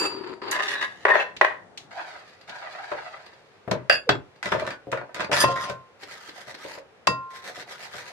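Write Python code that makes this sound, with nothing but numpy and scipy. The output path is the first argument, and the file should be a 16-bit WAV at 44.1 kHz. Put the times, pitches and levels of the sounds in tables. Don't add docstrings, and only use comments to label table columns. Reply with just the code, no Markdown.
import sys
import numpy as np
from scipy import signal
from scipy.fft import rfft, irfft, next_fast_len
from scipy.io import wavfile

SR = 44100
rng = np.random.default_rng(int(sys.argv[2]) if len(sys.argv) > 2 else 0)


def write(x):
    x = np.atleast_2d(x).T
    wavfile.write(sys.argv[1], SR, np.round(np.clip(x, -1, 1) * 32767).astype(np.int16))


N = 358091
TIME = np.arange(N) / SR
TOP_HZ = 15400
RING_SIZE = 28800
RING_T = np.arange(RING_SIZE) / SR

# (frequency [Hz], level [dB], t60 [s])
FORK_MODES = [(937, -15, 0.083), (1374, -18.5, 0.44), (2637, 4.5, 0.088), (4690, 5.5, 0.31),
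              (4744, 2, 0.18), (7060, 1.5, 0.042), (7650, -15, 0.2), (8620, -14.5, 0.17), (9850, -15, 0.1),
              (11400, -15.5, 0.11)]
# (frequency [Hz], level [dB])
TABLE_BALANCE = [(500, 6.5), (1800, 1), (7000, 0.85)]
# (frequency [Hz], level [dB], t60 [s])
BOWL_MODES = [(668, -10, .16), (1104, -13, .11), (1518, -13, .2), (1610, -7, .1), (1675, -2, .13),
              (2196, -13, .13), (2557, -5, .13), (2735, -3.5, .16), (2830, -5, .13), (3290, -17, .18),
              (3478, -17, .18), (4420, -15, .11), (4603, -8, .13), (4755, 2, .125), (4950, -9, .08),
              (7154, -22, .17), (7472, -30, .15), (9814, -26, .18), (10290, -30, .16)]
# (time [s], level [dB], brightness [dB/octave], ring [dB])
STACK_HITS = [(3.712, -28.5, 7, -24), (4.0916, -12, 0, -5), (4.152, -32, -3, -12)]
# (frequency [Hz], level when struck [dB], t60 when struck [s], level when scraped [dB])
BLADE_MODES = [(1052, -1, .9, -5), (1392, -10, .75, 0), (1884, -4, .23, 0), (2670, 1.5, .23, -17),
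               (3478, -17, .19, -5), (3830, -14, .21, -6), (4694, -5, .17, -16), (4920, -6, .19, -2),
               (5669, -12, .13, -9), (5940, -30, .1, -8), (6476, -21, .2, -15), (7036, -16, .17, -12),
               (7510, -14, .11, -15), (8420, -20, .12, -16), (9290, -23, .17, -8), (10350, -28, .14, -13),
               (11000, -28, .15, -17), (11800, -34, .1, -19), (12800, -38, .1, -24)]
# (time [s], level [dB], brightness [dB/octave], ring [dB])
BLADE_HITS = [(5.4385, -13.5, -6, -6), (7.0708, -14.5, 0, -4.5)]
# (frequency [Hz], level [dB])
DRAG_COLOUR = [(47, -25), (80, -17), (328, -5.5), (456, -6), (581, 8.5), (774, 0.5), (1030, 12.5),
               (1290, 3.5), (1400, 0), (1910, -1), (2600, -2.5), (4820, -6.5), (8740, -20.5), (9550, -24),
               (15500, -44)]
# (frequency [Hz], level [dB], t60 [s])
UTENSIL_MODES = [(936, -7, 0.046), (1486, -0.5, 0.15), (1897, -3, 0.065), (2330, -5, 0.1),
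                 (3610, -10.5, 0.068), (4340, -8.5, 0.082)]
# (frequency [Hz], level [dB])
SQUELCH_COLOUR = [(100, -25), (350, 0), (900, -9), (1900, -1.5), (2800, -10.5), (4300, -5), (6500, -20),
                  (15000, -36)]


def dining_table():
    return room(fork() + tongs(), wet_db=-7.5, t60=0.32, damping=0.029)


def fork():
    # (time [s], length [s], level [dB], brightness [dB/octave], ring [dB])
    fork_scrapes = [(0, 0.076, -28.5, -3, 1.5), (.07, 0.27, -40, -3.5, -17.5), (.416, 0.11, -36, -3, -20)]
    # (frequency [Hz], level [dB])
    fork_colour = [(59, -75), (100, -32.5), (243, -25), (368, -7), (698, -25), (933, -9), (3810, -21),
                   (4780, -13.5), (5410, -35), (6930, -38), (14000, -69)]
    # (frequency [Hz], level [dB], t60 [s])
    shaft_modes = [(380, 16, 0.47), (943, -2, 0.29)]
    tines = rub(fork_scrapes, fork_colour, FORK_MODES, edge_s=0.003, rate=3300, spread_db=2.0)
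    judder = [(0.0011, 0.37, -50, -17, 10)]
    shaft = rub(judder, fork_colour, shaft_modes, edge_s=0.0029, rate=180, spread_db=3.0)
    return aim(tines, TABLE_BALANCE) + pan(shaft, 13.7)


def tongs():
    # (time [s], length [s], level [dB], brightness [dB/octave])
    tongs_slides = [(.51, 0.058, -28.5, 6.5), (.549, 0.037, -29, -.5), (.588, 0.029, -27.5, 3.5),
                    (.62, 0.055, -33, 8.5), (.675, 0.072, -32, 9.5), (.735, 0.092, -38, 5),
                    (.81, 0.045, -27, 6.5), (.85, 0.2, -54.5, 10), (1.06, 0.092, -23.5, -2),
                    (1.135, 0.097, -25.5, 1.5)]
    # (time [s], level [dB], brightness [dB/octave])
    tongs_hits = [(1.0515, -12, -1), (1.083, -24, -1.5), (1.099, -19, -3), (1.154, -15, -1.5),
                  (1.412, -8.5, 0), (1.4462, -14.5, 1)]
    # (time [s], length [s], start [Hz], end [Hz], level [dB])
    tongs_squeals = [(.69, .12, 2010, 1760, -35), (.74, 0.12, 4060, 3510, -35),
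                     (1.093, 0.048, 1890, 1878, -11), (1.19, 0.034, 2630, 2610, -25)]
    # (frequency [Hz], level [dB], t60 [s])
    tongs_modes = [(410.4, -3, 0.22), (524, -9.5, 0.26), (648.6, -5, 0.19), (819, -5, 0.063),
                   (1050, -3.5, 0.2), (1417, -4, 0.16), (1680, -7, 0.21), (1864, 1.5, 0.1),
                   (2060, -8, 0.15), (2370, -13, 0.19)]
    # (frequency [Hz], level [dB])
    slide_colour = [(71, -89), (120, -40), (156, -19.5), (280, -17), (395, 7), (557, 12.5), (725, -1),
                    (1060, 5), (1330, 6), (1870, 4.5), (2300, -6), (3720, -13.5), (7860, -38.5),
                    (13800, -51.5)]
    # (frequency [Hz], level [dB])
    tongs_colour = [(59, -70), (100, -24), (252, -50.5), (352, -16.5), (416, -18), (513, -22), (607, -9.5),
                    (748, -17), (1090, -10.5), (1190, -17), (1730, -13.5), (1880, -5.5), (2230, -22.5),
                    (4180, -37.5), (15000, -73.5)]
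    slide = rub(with_ring(tongs_slides, -4), slide_colour, tongs_modes,
                edge_s=0.004, rate=2000, spread_db=2.0, detune=.06)
    slide = shifting(slide, lag_s=.00105, echo_db=-5, rate=14, swing_db=.7)
    clatter = strike(with_ring(tongs_hits, -12.5), tongs_colour, tongs_modes, crack_s=0.0068, wash_db=-11.5,
                     t60=0.28, damping=0.11, ring_tilt_db=1.5, detune=.035, scatter_db=3)
    bass_cut = signal.butter(3, 310, "high", fs=SR, output="sos")
    thin = signal.sosfilt(bass_cut, slide + clatter + 1e-18)
    steel = overtones(thin, db=-6, t60=0.079, low_hz=2525, count=22, size=2)
    return aim(steel + squeals(tongs_squeals, width_hz=97), TABLE_BALANCE)


def cutlery():
    # (time [s], level [dB], brightness [dB/octave], ring [dB])
    cutlery_ticks = [(0, -41, 2, 18), (0.512, -31.5, 19.5, 2.5), (1.3655, -38, -6.5, -16),
                     (1.775, -36.5, -2.5, -37), (2.494, -39.5, -7.5, -19)]
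    # (frequency [Hz], level [dB])
    tick_colour = [(200, -21.5), (1000, -20), (2000, 0.5), (4000, 8.5), (5000, 1.5), (6500, 1.5),
                   (10000, -14.5), (15000, -24)]
    return strike(cutlery_ticks, tick_colour, FORK_MODES, crack_s=0.011, wash_db=-4.5, t60=0.25, damping=0.0211)


def knife():
    # (time [s], length [s], level [dB], brightness [dB/octave])
    blade_drags = [(4.428, 0.13, -35, 0), (4.521, 0.23, -37, -3), (4.918, 0.13, -50, -11),
                   (5.145, 0.11, -32.5, -2.5), (5.312, 0.142, -24, 1), (5.44, 0.108, -36.5, 1),
                   (5.551, 0.17, -35.5, -1)]
    drags = rub(with_ring(blade_drags, -8.5), DRAG_COLOUR, UTENSIL_MODES,
                edge_s=.01, rate=1200, spread_db=3, detune=.08)
    return shifting(drags, lag_s=.00055, echo_db=-5, rate=25, swing_db=2) + grating()


def grating():
    # (time [s], length [s], level [dB], brightness [dB/octave])
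    blade_grates = [(5.314, 0.055, -28, -2), (5.364, 0.048, -28, 3.5), (5.397, 0.028, -20.5, 2.5),
                    (5.556, 0.043, -28, -9), (5.602, 0.044, -33.5, -2)]
    damped_t60_s = .07
    damped_modes = [(hz, scraped_db, damped_t60_s) for hz, _, _, scraped_db in BLADE_MODES]
    out = np.zeros((2, N))
    for s, length, db, tilt in blade_grates:
        body = ring(damped_modes, tilt, detune=.005, scatter_db=2)
        swell = np.sqrt(np.sin(np.pi * np.minimum(RING_T / length, 1)))
        slips = grains(RING_SIZE, rate=1500, spread_db=2)[:1] * swell
        add(out, s, amp(db) * signal.fftconvolve(slips, unit_energy(body), axes=1))
    return out


def blade_blows():
    struck_modes = [(hz, db, t60) for hz, db, t60, _ in BLADE_MODES]
    return strike(BLADE_HITS, DRAG_COLOUR, struck_modes, crack_s=0.011, wash_db=-10,
                  t60=0.25, damping=0.22, ring_tilt_db=0.5)


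def sponge():
    # (time [s], length [s], start [Hz], end [Hz], level [dB])
    sponge_squeaks = [(1.94, 0.061, 770, 692, -37.5), (2.49, 0.13, 1624, 1470, -45),
                      (2.78, 0.047, 1544, 1500, -41), (2.79, 0.041, 774, 733, -39),
                      (6.08, 0.034, 1260, 1417, -42)]
    return sponge_in_bowl() + sponge_on_blade() + squeals(sponge_squeaks, width_hz=102)


def sponge_in_bowl():
    # (time [s], hold [s], level [dB])
    sponge_sweeps = [(1.906, 0.19, -43), (2.473, 0.61, -44)]
    # (time [s], level [dB])
    finger_ticks = [(2.295, -54), (2.412, -50), (3.263, -47.5), (3.335, -56.5), (4.359, -58)]
    # (frequency [Hz], level [dB])
    wipe_colour = [(150, -67), (229, -38.5), (262, -35.5), (318, -15), (425, -30), (624, -6), (742, -5.5),
                   (1050, -7), (1800, -5), (3030, -20), (4720, -24.5), (5300, -35), (9820, -53.5),
                   (15000, -67)]
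    attack_s, fade_db_per_s = 0.0087, 73
    pressure = np.zeros(N)
    for s, hold, db in sponge_sweeps:
        press = np.clip((TIME - s) / attack_s, 0, 1)
        pressure += press * amp(db - fade_db_per_s * np.maximum(TIME - s - hold, 0))
    wipe = foam(pressure, wipe_colour, tilt=-1.2, rate=3500, spread_db=1.5, rough_db=5.0)
    fizz = foam(amp(-30) * np.sqrt(pressure), wipe_colour, tilt=12, rate=4000, spread_db=1.5, rough_db=2.2)
    circling = shifting(wipe + fizz, lag_s=.00125, echo_db=-6, rate=7, swing_db=1.2)
    touches = [(s, db, 0, -5) for s, db in finger_ticks]
    ticks = strike(touches, SQUELCH_COLOUR, BOWL_MODES, crack_s=0.0082, wash_db=-4, t60=0.09, damping=0.05)
    return resound(circling, BOWL_MODES, db=-27.5) + ticks


def sponge_on_blade():
    # (time [s], length [s], level [dB])
    scrub_strokes = [(5.998, 0.051, -48), (6.056, 0.15, -43), (6.204, 0.11, -45), (6.324, 0.13, -44),
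                     (6.457, 0.071, -43.5), (6.576, 0.22, -40.5), (7.309, 0.096, -44), (7.426, .1, -39),
                     (7.544, 0.085, -40), (7.668, 0.11, -41), (7.781, 0.11, -40.5), (7.905, 0.14, -40),
                     (8.044, 0.1, -42.5)]
    # (time [s], level [dB])
    squelches = [(6.027, -39.5), (6.284, -39.5), (6.54, -36.5), (7.617, -43)]
    # (frequency [Hz], level [dB])
    scrub_colour = [(150, -24), (225, -11.5), (263, -19), (332, -15), (550, -1), (695, -8), (844, 0.5),
                    (1060, -4.5), (1200, -2), (1940, -1.5), (2600, -8.5), (4390, -8.5), (10500, -24.5),
                    (15500, -33)]
    turn_s, squelch_s = 0.013, 0.02
    pressure = sum(amp(db) * arch(s - turn_s, length + 2 * turn_s) for s, length, db in scrub_strokes)
    frothing = sum(amp(db - 8.5) * arch(s, length) ** 2 for s, length, db in scrub_strokes)
    squeezing = sum(amp(db) * arch(s, squelch_s) for s, db in squelches)
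    scrub = foam(amp(-1.5) * pressure, scrub_colour, tilt=0.3, rate=2500, spread_db=1.5, rough_db=2.6)
    fizz = foam(frothing, scrub_colour, tilt=2.4, rate=5500, spread_db=3.0, rough_db=4.0)
    squelch = foam(squeezing, SQUELCH_COLOUR, tilt=0, rate=2500, spread_db=1.5, rough_db=1.5)
    pops = bubbles(amp(3.5) * pressure, per_s=350, low_hz=600, high_hz=5500, cycles=4, spread_db=20)
    moving = shifting(scrub + fizz, lag_s=.0005, echo_db=-9, rate=12, swing_db=1.5)
    return moving + squelch + pops


def bowls():
    # (frequency [Hz], level [dB])
    bowl_colour = [(80, -28), (244, -30), (669, -2.5), (930, -22), (1680, -0.5), (2380, -15.5), (3540, -19),
                   (4100, -27.5), (4800, -15.5), (5980, -54), (6970, -33), (15000, -66)]
    # (frequency [Hz], level [dB])
    clink_balance = [(600, 0.5), (2400, 0.5), (4400, -0.5), (9000, 1)]
    # (frequency [Hz], level [dB], t60 [s])
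    stack_modes = [(405, 7, 0.14), (580, -9, 0.3), (1045, -6, .25), (1410, 0, 0.08), (1502, -5, 0.12),
                   (1840, -2, 0.12), (2078, -7, 0.14), (2681, -1, 0.14), (3356, -1, 0.18), (4640, -7, .08),
                   (7400, -21, .15)]
    # (frequency [Hz], level [dB])
    stack_colour = [(35, -60), (60, -43), (120, -1.5), (186, -17.5), (390, -5), (526, -21), (695, -5.5),
                    (938, -11.5), (1390, -7), (2840, -20.5), (3420, -15.5), (4730, -22.5), (15000, -57.5)]
    clinks = strike(chatter(count=5), bowl_colour, BOWL_MODES, crack_s=0.0055, wash_db=-18,
                    t60=0.14, damping=.1, ring_tilt_db=0.5, detune=.006)
    stack = strike(STACK_HITS, stack_colour, stack_modes, crack_s=0.007, wash_db=1.0,
                   t60=0.045, damping=0.03, ring_tilt_db=1.0)
    return aim(clinks, clink_balance) + pan(stack, 0.83)


def chatter(count):
    landing_s, gap_s = 3.8971, 0.0115
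    blows = [(landing_s, -8, -2.5, -5)]
    for k in range(count):
        bounce_s = landing_s + gap_s * (k + 1 + 0.17 * rng.standard_normal())
        blows.append((bounce_s, -23.5 - 1.5 * k, 1, 2))
    return blows


def china_squeak():
    length_s, start_hz, end_hz = 0.033, 582, 410
    progress = np.linspace(0, 1, int(length_s * SR))
    phase = 2 * np.pi * np.cumsum(start_hz + (end_hz - start_hz) * progress) / SR
    swell = np.sin(np.pi * progress ** 2)
    out = np.zeros((2, N))
    add(out, 4.062, amp(-25) * swell * np.sin(phase)[None])
    return out


def utensils():
    # (time [s], level [dB], brightness [dB/octave])
    utensil_knocks = [(4.428, -30, 2.5), (4.457, -27.5, 1), (4.5205, -25.5, -1), (4.597, -31.5, 0),
                      (4.666, -36.5, 3), (4.705, -33.5, 0.5), (4.917, -36, 5.5), (4.93, -42, -5.5),
                      (4.974, -32, -5), (5.014, -35.5, -9.5), (5.093, -43.5, -11), (5.145, -35, 5.5),
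                      (5.205, -32, 2.5), (5.315, -27, 0.5), (5.345, -33, 4.5), (5.373, -25, -1),
                      (5.697, -36, 5)]
    # (frequency [Hz], level [dB])
    utensil_colour = [(60, -57), (250, -28), (600, -2.5), (1200, -1), (1900, 2), (2900, -7.5), (4400, -15),
                      (7000, -20), (10000, -29), (15000, -43)]
    return strike(with_ring(utensil_knocks, -2), utensil_colour, UTENSIL_MODES, crack_s=0.0052, wash_db=-5.5,
                  t60=0.18, damping=0.069, detune=.08, scatter_db=4)


def sink():
    # (time [s], level [dB], brightness [dB/octave], boom relative to level [dB], ring [dB])
    sink_knocks = [(2.916, -27, -1, -26, -20), (3.677, -36.5, 1, 2.5, 1), (3.712, -24, 0.5, -0.5, -2),
                   (4.456, -40.5, 6.5, 3, -4), (4.519, -19.5, 1.5, -12, -3.5), (4.547, -26, -7.5, -8, 2.5),
                   (4.621, -32.5, -7.5, -9, 1.5), (4.87, -39.5, -24, -3, 3), (4.925, -24, 1, -13.5, -11),
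                   (5.205, -26.5, 3.5, -28, -6), (5.296, -35, -13, -24, 5), (5.316, -25.5, 2.5, -13.5, -4),
                   (5.488, -30, -4, -30, 3), (5.697, -35.5, -1, -4, 4), (6.475, -47.5, -3.5, -8, 0.5),
                   (6.648, -37.5, -12, -23, -10), (6.775, -40.5, -4.5, -32, -8), (7.477, -45, -12, -24, -9),
                   (7.575, -50.5, -17, -7, -9), (7.939, -41.5, 5.5, -9.5, -4)]
    # (frequency [Hz], level [dB], t60 [s])
    sink_modes = [(429, -15, 0.14), (580, 1, 0.23), (660, 5.5, 0.13), (873, -7.5, 0.18), (1420, -7, 0.11),
                  (1870, 2, 0.088)]
    # (frequency [Hz], level [dB])
    sink_colour = [(80, -41), (205, -36.5), (279, -18.5), (610, 4), (770, -20.5), (890, -3.5), (1290, -7),
                   (1790, -11.5), (2970, -23), (4600, -37), (8120, -47), (15000, -83)]
    # (frequency [Hz], level [dB], t60 [s])
    basin_modes = [(127, 5, 0.24), (84, -14, 0.15), (190, -3, 0.14), (306, -10, 0.2)]
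    # (frequency [Hz], level [dB])
    basin_colour = [(30, -30), (70, -14), (130, -5.5), (300, -6.5), (600, -2), (1200, -33), (4000, -53)]
    blows = [(s, db, tilt, ring_db) for s, db, tilt, _, ring_db in sink_knocks]
    knocks = strike(blows, sink_colour, sink_modes, crack_s=0.013, wash_db=-7.5, t60=0.31, damping=0.037,
                    ring_tilt_db=-2.5, detune=.09, scatter_db=4)
    thumps = [(s, db + boom_db, 0) for s, db, _, boom_db, _ in sink_knocks]
    thumps += [(s, db - 20, 0) for s, db, *_ in STACK_HITS]
    thumps += [(s + 0.012, db - 15.5, 0) for s, db, *_ in BLADE_HITS]
    booms = strike(with_ring(thumps, -7), basin_colour, basin_modes, crack_s=0.023, wash_db=-18.5,
                   t60=0.4, damping=0.16)
    return pan(knocks, 1.5) + pan(booms, 4.8)


def air():
    # (frequency [Hz], level [dB])
    dining_air = [(30, -35), (129, -15.5), (328, -17), (645, -17.5), (837, -15), (928, -22.5), (1830, -26),
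                  (2310, -33), (8920, -47.5), (15000, -74)]
    # (frequency [Hz], level [dB])
    kitchen_air = [(30, -23.5), (129, -7.5), (296, -14), (415, -3.5), (1030, -12), (1110, -11), (2250, -16),
                   (4650, -25.5), (12500, -44), (15000, -96)]
    kitchen = np.clip((TIME - 1.9) / 0.046, 0, 1)
    noise = pair(rng.standard_normal((2, next_fast_len(N, True))))
    dining_hush = colour(noise, dining_air)[:, :N]
    kitchen_hush = colour(noise, kitchen_air)[:, :N]
    return pan(amp(-52.5) * (1 - kitchen) * dining_hush, 2.8) + amp(-55.5) * kitchen * kitchen_hush


def strike(hits, spectrum, modes, crack_s, wash_db, t60, damping, ring_tilt_db=0, detune=0.00061, scatter_db=0):
    out = np.zeros((2, N))
    fade = np.minimum(2 * (1 - RING_T / RING_T[-1]), 1) ** 2
    for s, db, tilt, ring_db in hits:
        crack = colour(burst(crack_s), spectrum, tilt)
        crack *= np.sqrt(crack_s * SR / np.sum(crack ** 2) * 2)
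        tail = amp(wash_db) * colour(wash(t60, damping), spectrum, tilt)
        clear = amp(ring_db) * ring(modes, ring_tilt_db + tilt, detune, scatter_db)
        add(out, s, amp(db) * fade * (crack + tail + clear))
    return out


def rub(strokes, spectrum, modes, edge_s, rate, spread_db, detune=0.00095):
    out = np.zeros((2, N))
    for s, length, db, tilt, ring_db in strokes:
        body = unit_energy(ring(modes, detune=detune, scatter_db=3))
        edge = min(edge_s, length / 2)
        from_ends = np.minimum(RING_T, length - RING_T)
        pressure = np.sin(np.pi / 2 * np.clip(from_ends / edge, 0, 1))
        pressure *= unevenness(RING_T, rate=70, depth_db=2.5)
        slips = grains(RING_SIZE, rate, spread_db) * pressure
        ringing = signal.fftconvolve(slips[:1], body, axes=1)[:, :RING_SIZE]
        add(out, s, amp(db) * (colour(slips, spectrum, tilt) + amp(ring_db) * ringing))
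    return out


def squeals(rows, width_hz):
    out = np.zeros((2, N))
    for s, length, start_hz, end_hz, db in rows:
        t = np.arange(int(length * SR)) / SR
        glide = np.linspace(start_hz, end_hz, len(t))
        wander = width_hz * np.log(unevenness(t, rate=400, depth_db=8))
        phase = 2 * np.pi * np.cumsum(glide + wander) / SR
        swell = np.sin(np.pi * t / length) * unevenness(t, rate=150, depth_db=3)
        right_lag = min(start_hz / 1500, 2)
        add(out, s, amp(db) * swell * np.array([np.sin(phase), np.sin(phase - right_lag)]))
    return out


def foam(pressure, spectrum, tilt, rate, spread_db, rough_db):
    size = next_fast_len(N, True)
    grip = unevenness(TIME, rate=70, depth_db=rough_db)
    pops = grains(size, rate, spread_db) * np.pad(pressure * grip, (0, size - N))
    return colour(pops, spectrum, tilt)[:, :N]


def bubbles(pressure, per_s, low_hz, high_hz, cycles, spread_db):
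    out = np.zeros((2, N))
    for when, small, weak, place in rng.random((int(per_s * N / SR), 4)):
        i = int(when * N)
        if pressure[i] > 0:
            hz = low_hz * (high_hz / low_hz) ** small
            age = np.arange(0, 2 * np.pi, hz / cycles / SR)
            phase = 2 * np.pi * cycles * age * (1 + age / 20)
            right_phase = phase * (1 + (place - .5) * small / 2)
            level = pressure[i] * amp(-spread_db * weak)
            add(out, i / SR, level * np.exp(-age) * np.sin([phase, right_phase]))
    return out


def overtones(x, db, t60, low_hz, count, size):
    spots = np.array([unevenness(TIME, rate=18, depth_db=12) for _ in range(size)])
    spots /= np.sqrt(np.sum(spots ** 2, axis=0))
    out = x
    for share in spots:
        place = (np.arange(count) + rng.random(count)) / count
        hz = low_hz * (TOP_HZ / low_hz) ** place
        body = unit_energy(ring([(f, 0, t60) for f in hz], tilt=3, scatter_db=5.5))
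        singing = signal.fftconvolve(np.float32(x * share), np.float32(body), axes=1)[:, :N]
        out = out + amp(db) * singing
    return out


def resound(x, modes, db):
    body = unit_energy(ring(modes))
    return x + amp(db) * signal.fftconvolve(x[:1], body, axes=1)[:, :N]


def shifting(x, lag_s, echo_db, rate, swing_db):
    lag = lag_s * unevenness(TIME, rate, swing_db)
    echo = np.array([np.interp(TIME - lag, TIME, side) for side in x])
    return (x + amp(echo_db) * echo) / np.hypot(1, amp(echo_db))


def ring(modes, tilt=0, detune=0.00089, scatter_db=0):
    hz, db, t60 = np.transpose(modes)
    gain = amp(db + tilt * np.log2(hz / hz[0]) + scatter_db * rng.standard_normal(len(hz)))
    gain /= np.sqrt(np.sum(gain ** 2) / 2)
    skew = (-1) ** np.arange(len(hz)) * np.minimum(hz / 2600, .8)
    t = np.float32(RING_T)
    detuned_hz = hz * (1 + detune * rng.standard_normal(len(hz)))
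    phase = np.outer(np.float32(2 * np.pi * detuned_hz), t)
    decay = np.exp(-np.minimum(np.outer(np.float32(np.log(1000) / t60), t), 20))
    mid = np.float32(gain * np.cos(skew)) @ (decay * np.sin(phase))
    side = np.float32(gain * np.sin(skew)) @ (decay * np.cos(phase))
    return np.array([mid + side, mid - side], float)


def wash(t60, damping):
    hz = np.fft.rfftfreq(RING_SIZE, 1 / SR)
    octave = np.float32(np.clip(np.log2((hz + 1) / 1000), -3, 4))
    noise = rfft(np.float32(pair(rng.standard_normal((2, RING_SIZE)))))
    lost = np.float32(np.log(1000) * RING_T / t60)
    out = 0
    for k in range(-3, 5):
        band = irfft(noise * np.maximum(1 - abs(octave - k), 0))
        out = out + band * np.exp(-np.minimum(lost * float(2 ** (damping * k)), 20))
    return out


def burst(length_s):
    envelope = np.exp(-(RING_T / length_s) ** 4)
    x = rng.standard_normal((2, RING_SIZE)) * envelope
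    for _ in range(2):
        x = irfft(np.exp(1j * np.angle(rfft(x)))) * envelope
    return pair(x)


def grains(size, rate, spread_db):
    clicks = (rng.random(size) < rate / SR) * amp(spread_db * np.minimum(rng.exponential(size=size), 5))
    x = clicks * rng.standard_normal((2, size))
    return pair(x / np.sqrt(np.mean(x ** 2) + 1e-12))


def unevenness(t, rate, depth_db):
    knots = np.arange(0, t[-1], 1 / rate)
    return amp(depth_db * np.interp(t, knots, rng.standard_normal(len(knots))))


def arch(s, length):
    out, i, size = np.zeros(N + SR), int(s * SR), int(length * SR)
    out[i:i + size] = np.sin(np.linspace(0, np.pi, size, endpoint=False))
    return out[:N]


def room(x, wet_db, t60, damping):
    echo = wash(t60, damping) * np.clip(RING_T / 0.0024 - .4, 0, 1)
    return x + amp(wet_db) * signal.fftconvolve(x, unit_energy(echo), axes=1)[:, :N]


def colour(x, points, tilt=0):
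    size = x.shape[-1]
    hz = np.fft.rfftfreq(size, 1 / SR)
    gain = contour(points, hz) * amp(tilt * np.log2(np.clip(hz, 300, 7000) / 1000))
    cepstrum = irfft(np.log(gain / np.sqrt(np.mean(gain ** 2))), size)
    cepstrum[1:size // 2] *= 2
    cepstrum[size // 2:] = 0
    return irfft(rfft(x) * np.exp(rfft(cepstrum)), size)


def pair(x):
    # (frequency [Hz], level [dB])
    pair_width = [(60, -9), (250, -6), (1000, -4), (2000, -1), (3000, 4), (6000, 1.5), (14000, 1)]
    size = x.shape[1]
    width = contour(pair_width, np.fft.rfftfreq(size, 1 / SR))
    mid, side = rfft(x) / np.sqrt(1 + width ** 2)
    return irfft(np.array([mid + width * side, mid - width * side]), size)


def aim(x, balance):
    size = next_fast_len(N, True)
    lean = np.sqrt(contour(balance, np.fft.rfftfreq(size, 1 / SR)))
    return irfft(rfft(x, size) * np.array([lean, 1 / lean]), size)[:, :N]


def pan(x, left_db):
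    return x * amp(np.array([[left_db], [-left_db]]) / 2)


def contour(points, hz):
    f, db = np.transpose(points)
    return amp(np.interp(np.log(hz + 1), np.log(f), db))


def unit_energy(body):
    return body / np.sqrt(np.sum(body ** 2) / 2)


def with_ring(rows, ring_db):
    return [(*row, ring_db) for row in rows]


def add(out, s, sound):
    i = max(int(s * SR), 0)
    out[:, i:i + sound.shape[1]] += sound[:, :N - i]


def amp(db):
    return 10 ** (np.asarray(db) / 20)


def scene():
    meal = dining_table() + cutlery()
    at_sink = knife() + sponge() + bowls() + china_squeak() + utensils() + sink()
    washing_up = room(at_sink, wet_db=-5.5, t60=0.21, damping=0.25) + blade_blows()
    return meal + washing_up + air()


def record(dry):
    thinned = signal.sosfilt(signal.butter(2, 55, "high", fs=SR, output="sos"), dry)
    rounded = 1.3 * np.tanh(thinned / 1.3)
    return signal.sosfilt(signal.ellip(8, .2, 70, TOP_HZ, fs=SR, output="sos"), rounded)


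dry = scene()
out = record(dry)
write(out)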